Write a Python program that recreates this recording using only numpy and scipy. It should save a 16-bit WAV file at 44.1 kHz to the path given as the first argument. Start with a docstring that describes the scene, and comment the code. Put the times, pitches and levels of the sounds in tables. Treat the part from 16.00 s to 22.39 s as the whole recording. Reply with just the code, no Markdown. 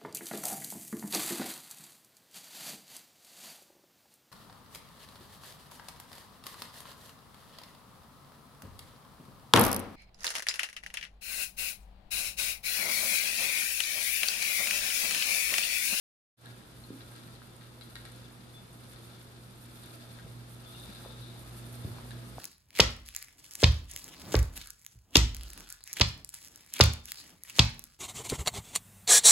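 """A treadle spinning wheel turns in a quiet workshop with a wooden floor.
Each push surges the wheel and the flyer geared to it: band and bearings whir, wool rustles in step.
Bearings squeak, fibres snap, loose joints tick, the treadle knocks; later yarn rubs and soles scuff.
Mains hum and ventilation fill the room. The microphone is carried round to the flyer;
each of its two ports rings in its own treble range."""
import sys
import numpy as np
from scipy import signal
from scipy.fft import rfft, irfft
from scipy.io import wavfile

SR = 44100
rng = np.random.default_rng(int(sys.argv[2]) if len(sys.argv) > 2 else 0)


def waveform_to_disk(signal):
    """Save audio, clipped to [-1, 1], as 16-bit WAV at the path in sys.argv[1]."""
    frames = np.transpose(np.atleast_2d(signal))
    scaled = np.clip(frames, -1, 1) * 32767
    samples = np.round(scaled).astype(np.int16)
    wavfile.write(sys.argv[1], SR, samples)


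N = 281799
TIME_S = np.arange(N) / SR


def from_db(db):
    """Decibels to gain."""
    return 10 ** (np.asarray(db) / 20)


def unit_rms(x):
    """Scale to rms 1."""
    return x / np.sqrt(np.mean(x ** 2) + 1e-20)


def over_bins(points):
    """Interpolate a table over log frequency at every Fourier bin."""
    hz, value = np.transpose(points)
    return np.interp(np.log(np.arange(N // 2 + 1) * SR / N + 1), np.log(hz), value)


def coloured(x, spectrum):
    """Shape by a gain table; rms 1."""
    return unit_rms(irfft(rfft(x) * from_db(over_bins(spectrum)), N))


def drift(rate_hz):
    """Slow random wander; rms 1."""
    hop, settle = 40, 2000
    r = np.exp(-2 * np.pi * rate_hz * hop / SR)
    slow = signal.lfilter([1], [1, -2 * r, r * r], rng.standard_normal(N // hop + settle + 2))[settle:]
    return np.interp(np.arange(N) / hop, np.arange(len(slow)), unit_rms(slow))


def ring(x, hz, t60_s):
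    """Damped mode: a unit impulse starts a sine of height 1."""
    r, w = from_db(-60 / (t60_s * SR)), 2 * np.pi * hz / SR
    return signal.lfilter([0, np.sin(w)], [1, -2 * r * np.cos(w), r * r], x + 1e-18)


def resonance(x, hz, width_hz, passes=1):
    """Two-pole band-pass, peak gain 1."""
    r, w = np.exp(-np.pi * width_hz / SR), 2 * np.pi * hz / SR
    for _ in range(passes):
        x = signal.lfilter(np.array([1, 0, -1]) * (1 - r * r) / 2, [1, -2 * r * np.cos(w), r * r], x)
    return x


def band_pass(x, low_hz, high_hz):
    """Flat-topped band-pass."""
    return signal.sosfilt(signal.butter(2, [low_hz, high_hz], "band", fs=SR, output="sos"), x)


def grains(per_s, spread_db):
    """Tiny slips at random moments, with a separate strength on each side; rms 1."""
    sizes = from_db(spread_db * np.minimum(rng.exponential(1, N), 4))
    return unit_rms((rng.random(N) < per_s / SR) * sizes * rng.standard_normal((2, N)))


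def contact(start_s, t60_s=0.013):
    """Short rough touch: its sample span and a decaying stereo burst of unit energy."""
    at = round(start_s * SR)
    t = np.arange(min(SR // 10, N - at)) / SR
    burst = rng.choice([-1, 1], (2, len(t))) * from_db(-60 * t / t60_s)
    return slice(at, at + len(t)), burst / np.sqrt(np.sum(burst ** 2, axis=1, keepdims=True))


def swell(turns, depth_db, late_turns=0):
    """Level in dB that rises and falls once a turn."""
    return depth_db * np.cos(2 * np.pi * (turns - late_turns))


# Treadle pushes, one per wheel turn: fastest_s, push_db, wool_draw_db
PUSHES = [(0.18, 2, 2), (1.09, -1, 1), (1.999, -1, -0.5), (2.95, -1.5, 0.5), (3.87, 0.5, 2.5),
          (4.825, -1, -1.5), (5.744, -4, -3), (6.68, -0.5, -3)]

def wheel_motion(speed_swing=0.14, flyer_ratio=5.238):
    """The wheel surges with each push and drives the flyer."""
    fastest_s, push_db, draw_db = np.transpose(PUSHES)
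    turns = np.interp(TIME_S, fastest_s, np.arange(len(PUSHES)))
    surged_turns = turns + speed_swing * np.sin(2 * np.pi * turns) / (2 * np.pi)
    flyer_turns = 0.578 + flyer_ratio * surged_turns
    push_db, draw_db = (np.interp(TIME_S, fastest_s, db) for db in (push_db, draw_db))
    return turns, flyer_turns, push_db, draw_db


# Frame modes, wood below 3 kHz and metal pins above, also struck by joint_ticks: pitch_hz, gain_db, t60_s
FRAME_MODES = [(1004, -10, 0.014), (1338, -3.5, 0.064), (1450, -7.5, 0.069), (1623, 2, 0.028),
               (1862, -4, 0.075), (2165, -5, 0.028), (2780, -3, 0.022), (3290, -9.5, 0.13),
               (3630, -4, 0.031), (3940, -1, 0.04), (4180, -5, 0.044), (4630, -17, 0.061)]
# Friction spectrum: frequency_hz, gain_db
FRICTION_SPECTRUM = [(30, -18), (150, -12.5), (350, 2.5), (700, -12.5), (1100, -45), (2000, -7), (3200, -9),
                     (4800, -9), (5500, -13), (14500, -24.5)]

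def whir(friction_db):
    """Band and bearings slip in dense grains and set the frame ringing."""
    slips = grains(per_s=7000, spread_db=1) * from_db(2.5 * drift(32))
    frame = sum((-1) ** k * from_db(db) * resonance(slips, hz, width_hz=67)
                for k, (hz, db, _) in enumerate(FRAME_MODES))
    frame = resonance(frame, hz=1380, width_hz=290)  # the heavy frame favours its lower modes
    return from_db(friction_db) * (coloured(slips, FRICTION_SPECTRUM) + from_db(-4) * unit_rms(frame))


# Flyer and steel spindle modes: pitch_hz, width_hz, gain_db
FLYER_MODES = [(1325, 30, -13.5), (1373, 22, -9.5), (1420, 28, -13), (1613, 22, -15.5), (3454, 70, -17),
               (3510, 38, -12.5)]

def flyer_ring(friction_db):
    """Bearing friction keeps flyer and spindle ringing faintly."""
    slips = grains(per_s=800, spread_db=2)
    modes = sum(from_db(db) * unit_rms(resonance(slips, hz, width)) for hz, width, db in FLYER_MODES)
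    return from_db(friction_db) * modes


def axle_murmur(friction_db):
    """The heavy wheel rolls on its axle and softly shakes the frame."""
    slips = grains(per_s=900, spread_db=0.5)
    murmur = resonance(slips + slips.mean(axis=0), hz=491, width_hz=480, passes=2)
    return from_db(friction_db - 2) * unit_rms(murmur)


# Wool spectrum: frequency_hz, gain_db
WOOL_SPECTRUM = [(100, -36), (1500, 1), (3000, -7), (4500, -5), (6000, -1.5), (8500, 3), (12000, 7),
                 (14500, -3)]

def wool_rustle(level_db, clump_db=2.8):
    """Fibres slide past each other in clumps."""
    fibres = coloured(grains(per_s=6000, spread_db=1.5), WOOL_SPECTRUM)
    return fibres * from_db(level_db + clump_db * np.tanh(drift(23)))


# Mains and fan motor lines: pitch_hz, gain_db, left_minus_right_db
HUM_LINES = [(55.9, -14.5, 0), (119.9, 0, -2), (232.2, -20, -2), (240.1, -12.3, -6), (296.1, -22, 0),
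             (336.2, -20, 0), (351.9, -22, -2), (475.1, -31, -2), (515.5, -23, -2), (664.8, -23, -1),
             (838.4, -30, -5), (1234, -31, 1), (1252.4, -22, 1)]
# Mains hum along the microphone's path: time_s, level_db
MAINS_LEVEL = [(0.5, -53), (0.64, -61.5), (0.9, -51), (1.08, -56), (1.23, -52), (1.67, -55), (1.78, -54),
               (2.55, -54.5), (2.63, -58.5), (2.78, -54.5), (3.33, -53.5), (3.47, -55), (3.8, -52.5),
               (4.85, -52), (4.96, -51), (5.3, -50), (5.77, -45), (5.93, -42.5), (6.0, -49.5), (6.23, -43),
               (6.37, -47.5)]

def hum(port_lag_s=0.0002):
    """Mains and fan lines; higher ones waver more as the microphone crosses their standing waves."""
    mains_db = np.interp(TIME_S, *np.transpose(MAINS_LEVEL))
    motor_db = -52.5 + 0.69 * (mains_db - mains_db.mean())
    arrival_s = TIME_S - np.array([[0], [port_lag_s]])
    out = np.zeros((2, N))
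    for k, (hz, line_db, pan_db) in enumerate(HUM_LINES):
        base_db = mains_db if k == 1 else motor_db  # line 1 is the main hum
        waver = np.sqrt(hz / 500)
        phase = 2 * np.pi * (hz * arrival_s + rng.random()) + 0.79 * waver * drift(0.99)
        level_db = base_db + line_db + 3 * waver * drift(4.6) + drift(15.3)
        pan = from_db([[pan_db / 2], [-pan_db / 2]])
        out += np.sqrt(2) * from_db(level_db) * np.sin(phase) * pan
    return out


# Room field, left against right: frequency_hz, correlation
ROOM_CORRELATION = [(60, 0.82), (170, 0.79), (350, 0.76), (700, 0.13), (1000, 0.016), (1400, -0.16),
                    (3000, 0.094), (14000, 0.019)]

def diffuse_noise():
    """Noise spread by the room: alike on both sides in the bass, unrelated in the treble."""
    alike = over_bins(ROOM_CORRELATION)
    mid, side = rfft(rng.standard_normal((2, N)))
    return irfft(np.sqrt(1 + alike) * mid + np.sqrt(1 - alike) * side * [[1], [-1]], N)


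# Air noise spectrum: frequency_hz, gain_db
AIR_SPECTRUM = [(10, -59), (22, -12), (42, -9.5), (55, -2.5), (80, -1), (120, -2.5), (190, 1), (260, -4.5),
                (350, -4.5), (500, -11), (750, -12.5), (1100, -12.5), (2300, -19.5), (14500, -34)]

def ventilation(air_db, rumble_db):
    """Smooth air noise fills the room and excites a low room mode, alike at both ports."""
    air = coloured(diffuse_noise(), AIR_SPECTRUM)
    rumble = resonance(rng.standard_normal(N + SR), hz=56.3, width_hz=4, passes=2)[SR:]
    return from_db(air_db) * air + from_db(rumble_db) * unit_rms(rumble)


# Bearing squeaks: start_s, level_db, pitch_hz, t60_s
SQUEAKS = [(0.452, -52.5, 1655, 0.08), (0.836, -56.5, 4200, 0.033), (2.537, -59, 3480, 0.24),
           (4.655, -61, 3495, 0.3), (4.745, -56, 2800, 0.048), (6.11, -46.5, 1672, 0.036)]

def bearing_squeaks(rise_s=0.0081, sag_per_s=0.017):
    """A bearing sticks and slips: a thin, unsteady chirp that sags slightly in pitch."""
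    out = np.zeros((2, N))
    waver = 1 + 0.0018 * drift(41)
    roughness = from_db(2 * drift(60))
    for start_s, db, hz, t60_s in SQUEAKS:
        age_s = np.maximum(TIME_S - start_s, 0)
        envelope = (1 - np.exp(-age_s / rise_s)) * from_db(-60 * np.minimum(age_s / t60_s, 3))
        phase = 2 * np.pi * hz * np.cumsum(waver - sag_per_s * np.minimum(age_s, t60_s)) / SR
        out += from_db(db) * envelope / envelope.max() * roughness * [np.sin(phase), np.cos(phase)]
    return out


# Fibre snaps: start_s, strength_db
SNAPS = [(0.4574, -41.5), (1.113, -45), (1.161, -43), (1.272, -45), (1.34, -54), (1.565, -44), (1.64, -52),
         (1.811, -46), (1.956, -39.5), (2.0523, -37.5), (2.119, -41), (2.161, -45), (2.73, -46),
         (2.934, -42), (3.034, -51), (3.508, -46), (3.559, -49), (3.66, -45), (3.82, -42), (3.836, -41),
         (3.859, -39), (4.799, -41), (4.9495, -42), (6.1077, -40.5), (6.297, -48)]

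def fibre_snaps(gain_db=12.5):
    """Single fibres snap free with a bright click."""
    out = np.zeros((2, N))
    for start_s, db in SNAPS:
        span, burst = contact(start_s)
        out[:, span] += from_db(db + gain_db) * burst
    return resonance(out, hz=9100, width_hz=5500, passes=2)


# Loose joint clicks: start_s, strength_db, tilt_db_per_octave
TICKS = [(0.459, -49, -1.5), (0.607, -56, -8), (1.007, -53, 1), (1.1187, -53.5, -18), (1.154, -55, 0),
         (1.278, -53.5, -11), (1.352, -63, 4.5), (1.418, -51, -13), (1.611, -50.5, -5), (1.636, -57, -0.5),
         (1.811, -54, 6.5), (1.955, -40, -3.5), (2.0521, -45.5, -3.5), (2.219, -54, -18), (2.96, -58.5, 4),
         (3.832, -56, 2.5), (4.1875, -48.5, -6.5), (4.594, -62, 2), (4.707, -59, -1), (4.949, -57, 5.5),
         (6.107, -50.5, 2)]

def joint_ticks(rebound_s=0.009, rebound_db=-4, ring_db=-6, crack_db=30):
    """Joints strike the frame's modes and bounce once; harder contacts favour the high modes."""
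    rebounds = [(start_s + rebound_s, db + rebound_db, tilt) for start_s, db, tilt in TICKS]
    out = np.zeros((2, N))
    for start_s, db, tilt in TICKS + rebounds:
        span, burst = contact(start_s)
        t = TIME_S[:burst.shape[1]]
        for hz, mode_db, t60_s in FRAME_MODES:
            tone = rng.choice([-1, 1], (2, 1)) * np.sin(2 * np.pi * hz * t) * from_db(-60 * t / t60_s)
            crack = resonance(burst, hz, width_hz=154)
            gain = from_db(db + mode_db + tilt * np.log2(hz / 1500))
            out[:, span] += gain * (from_db(ring_db) * tone + from_db(crack_db) * crack)
    return band_pass(out, low_hz=940, high_hz=5400)


# Treadle and footman knocks: start_s, strength_db, pitch_hz, t60_s
KNOCKS = [(0.904, -30, 268, 0.022), (0.905, -44, 458, 0.017), (0.927, -44, 266, 0.13),
          (1.266, -39, 164, 0.045), (4.246, -38.5, 118, 0.16), (4.263, -43.5, 493, 0.025),
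          (4.89, -43.5, 204, 0.069), (5.05, -37.5, 800, 0.0074), (5.06, -37, 530, 0.023),
          (5.846, -27, 252, 0.013), (5.847, -25, 109.5, 0.084), (5.875, -41.5, 347, 0.057),
          (5.985, -34.5, 1010, 0.0064), (6.3825, -28.5, 734, 0.013)]

def treadle_knocks(overtone_ratio=1.25, overtone_db=-10.5):
    """Soft blows ring a damped mode and a weaker overtone; the wood radiates no deep bass."""
    out = np.zeros(N)
    for start_s, db, hz, t60_s in KNOCKS:
        impulse = np.zeros(N)
        impulse[round(start_s * SR)] = -from_db(db)
        overtone = from_db(overtone_db) * ring(impulse, hz * overtone_ratio, t60_s / 2)
        out += resonance(ring(impulse, hz, t60_s) + overtone, hz, width_hz=2 * hz)
    return band_pass(out, low_hz=44, high_hz=1490)


# Spurts of yarn drag: centre_s, length_s, strength_db
SPURTS = [(4.69, 0.046, -3), (4.8, 0.12, 1), (4.95, 0.094, -0.5), (5.08, 0.1, 1), (5.23, 0.14, 1),
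          (5.37, 0.079, -5.5)]

def yarn_rub(level_db, slack_hz=3473, taut_hz=3710, rise_s=0.065, width_hz=470, grit_db=-7.5):
    """Yarn drags over a flyer hook: a narrow, breathy scrape, rising in pitch as it pulls taut."""
    tension = 1 - np.exp(-np.maximum(TIME_S - SPURTS[0][0], 0) / rise_s)
    drag_power = sum(from_db(2 * db) * np.exp(-(2 * (TIME_S - centre_s) / length_s) ** 2)
                     for centre_s, length_s, db in SPURTS)
    pitch_hz = slack_hz + (taut_hz - slack_hz) * tension + 39.2 * drift(8)
    low_pass = signal.butter(2, width_hz / 2, fs=SR, output="sos")
    slips = signal.sosfilt(low_pass, rng.standard_normal((2, 2, N)))
    phase = 2 * np.pi * np.cumsum(pitch_hz) / SR
    scrape = slips[0] * np.cos(phase) - slips[1] * np.sin(phase)
    grit = resonance(grains(per_s=1500, spread_db=-2), hz=4800, width_hz=1800)
    grit = resonance(grit, hz=3900, width_hz=1800)
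    envelope = from_db(level_db + drift(25)) * np.sqrt(drag_power)
    return envelope * (unit_rms(scrape) + from_db(grit_db) * unit_rms(grit))


# Scuffs on the floorboards: centre_s, length_s, level_db
SCUFFS = [(5.052, 0.094, -59.5), (5.365, 0.023, -62), (5.974, 0.22, -60.5)]

def sole_scuffs():
    """A sole grates briefly over the boards, swelling and fading."""
    grit = grains(per_s=430, spread_db=-1.5)
    pressure = sum(from_db(db) * np.exp(-(2 * (TIME_S - centre_s) / length_s) ** 2)
                   for centre_s, length_s, db in SCUFFS)
    return pressure * unit_rms(resonance(grit + grit.mean(axis=0), hz=660, width_hz=810, passes=2))


def reflections(x, t60_s=0.39, delay_s=0.006, wall_hz=5100):
    """Diffuse workshop reverberation, dulled by the walls."""
    t = TIME_S[:SR]
    tail = diffuse_noise()[:, :SR] * from_db(-60 * t / t60_s) * (t > delay_s)
    tail = signal.lfilter(*signal.butter(1, wall_hz, fs=SR), tail)
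    return signal.fftconvolve(x, unit_rms(tail) / np.sqrt(SR), axes=1)[:, :N]


def scene(walk_s=(4, 5.53)):
    """The wheel close by, the room around it."""
    turns, flyer_turns, push_db, draw_db = wheel_motion()
    near = np.interp(TIME_S, walk_s, [0, 1])  # 1 = microphone beside the flyer
    friction_db = -65 + 4.5 * near + push_db + swell(turns, 3.5, late_turns=0.089)
    rustle_db = -69.5 + 8 * near + draw_db + swell(turns, 2.5) + swell(flyer_turns, 2)
    rustle_db += swell(2 * flyer_turns, 1.3, late_turns=-0.044)  # both flyer arms tug the yarn
    room = hum() + ventilation(air_db=-55 + 3 * near, rumble_db=-66 + 5 * near)
    turning = whir(friction_db) + flyer_ring(friction_db) + axle_murmur(friction_db)
    clicks = joint_ticks() + bearing_squeaks()
    thuds = treadle_knocks() + sole_scuffs()
    yarn = yarn_rub(level_db=-62.5) + wool_rustle(rustle_db) + fibre_snaps()
    reverb = reflections(from_db(-8) * clicks + from_db(-9) * thuds)
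    return turning + yarn + clicks + thuds + reverb + room


# Left microphone port resonances: centre_hz, width_hz, gain_db
LEFT_PORT = [(3700, 98, 0.5), (4040, 1270, 3.5), (4780, 150, -3.5)]
# Right microphone port resonances: centre_hz, width_hz, gain_db
RIGHT_PORT = [(8690, 180, 6.4), (9880, 2220, 5.6), (11840, 530, 1.1)]

def record(dry, start_s=0.3681, fade_s=0.11, cutoff_hz=14500):
    """Each port adds its resonances; the sound fades in from silence; the top is cut."""
    heard = np.array([x + sum(from_db(db) * resonance(x, hz, width) for hz, width, db in port)
                      for x, port in zip(dry, (LEFT_PORT, RIGHT_PORT))])
    fade_in = np.clip((TIME_S - start_s) / fade_s, 0, 1)
    return signal.sosfilt(signal.ellip(12, 0.1, 80, cutoff_hz, fs=SR, output="sos"), heard * fade_in)


dry = scene()
out = record(dry)
waveform_to_disk(out)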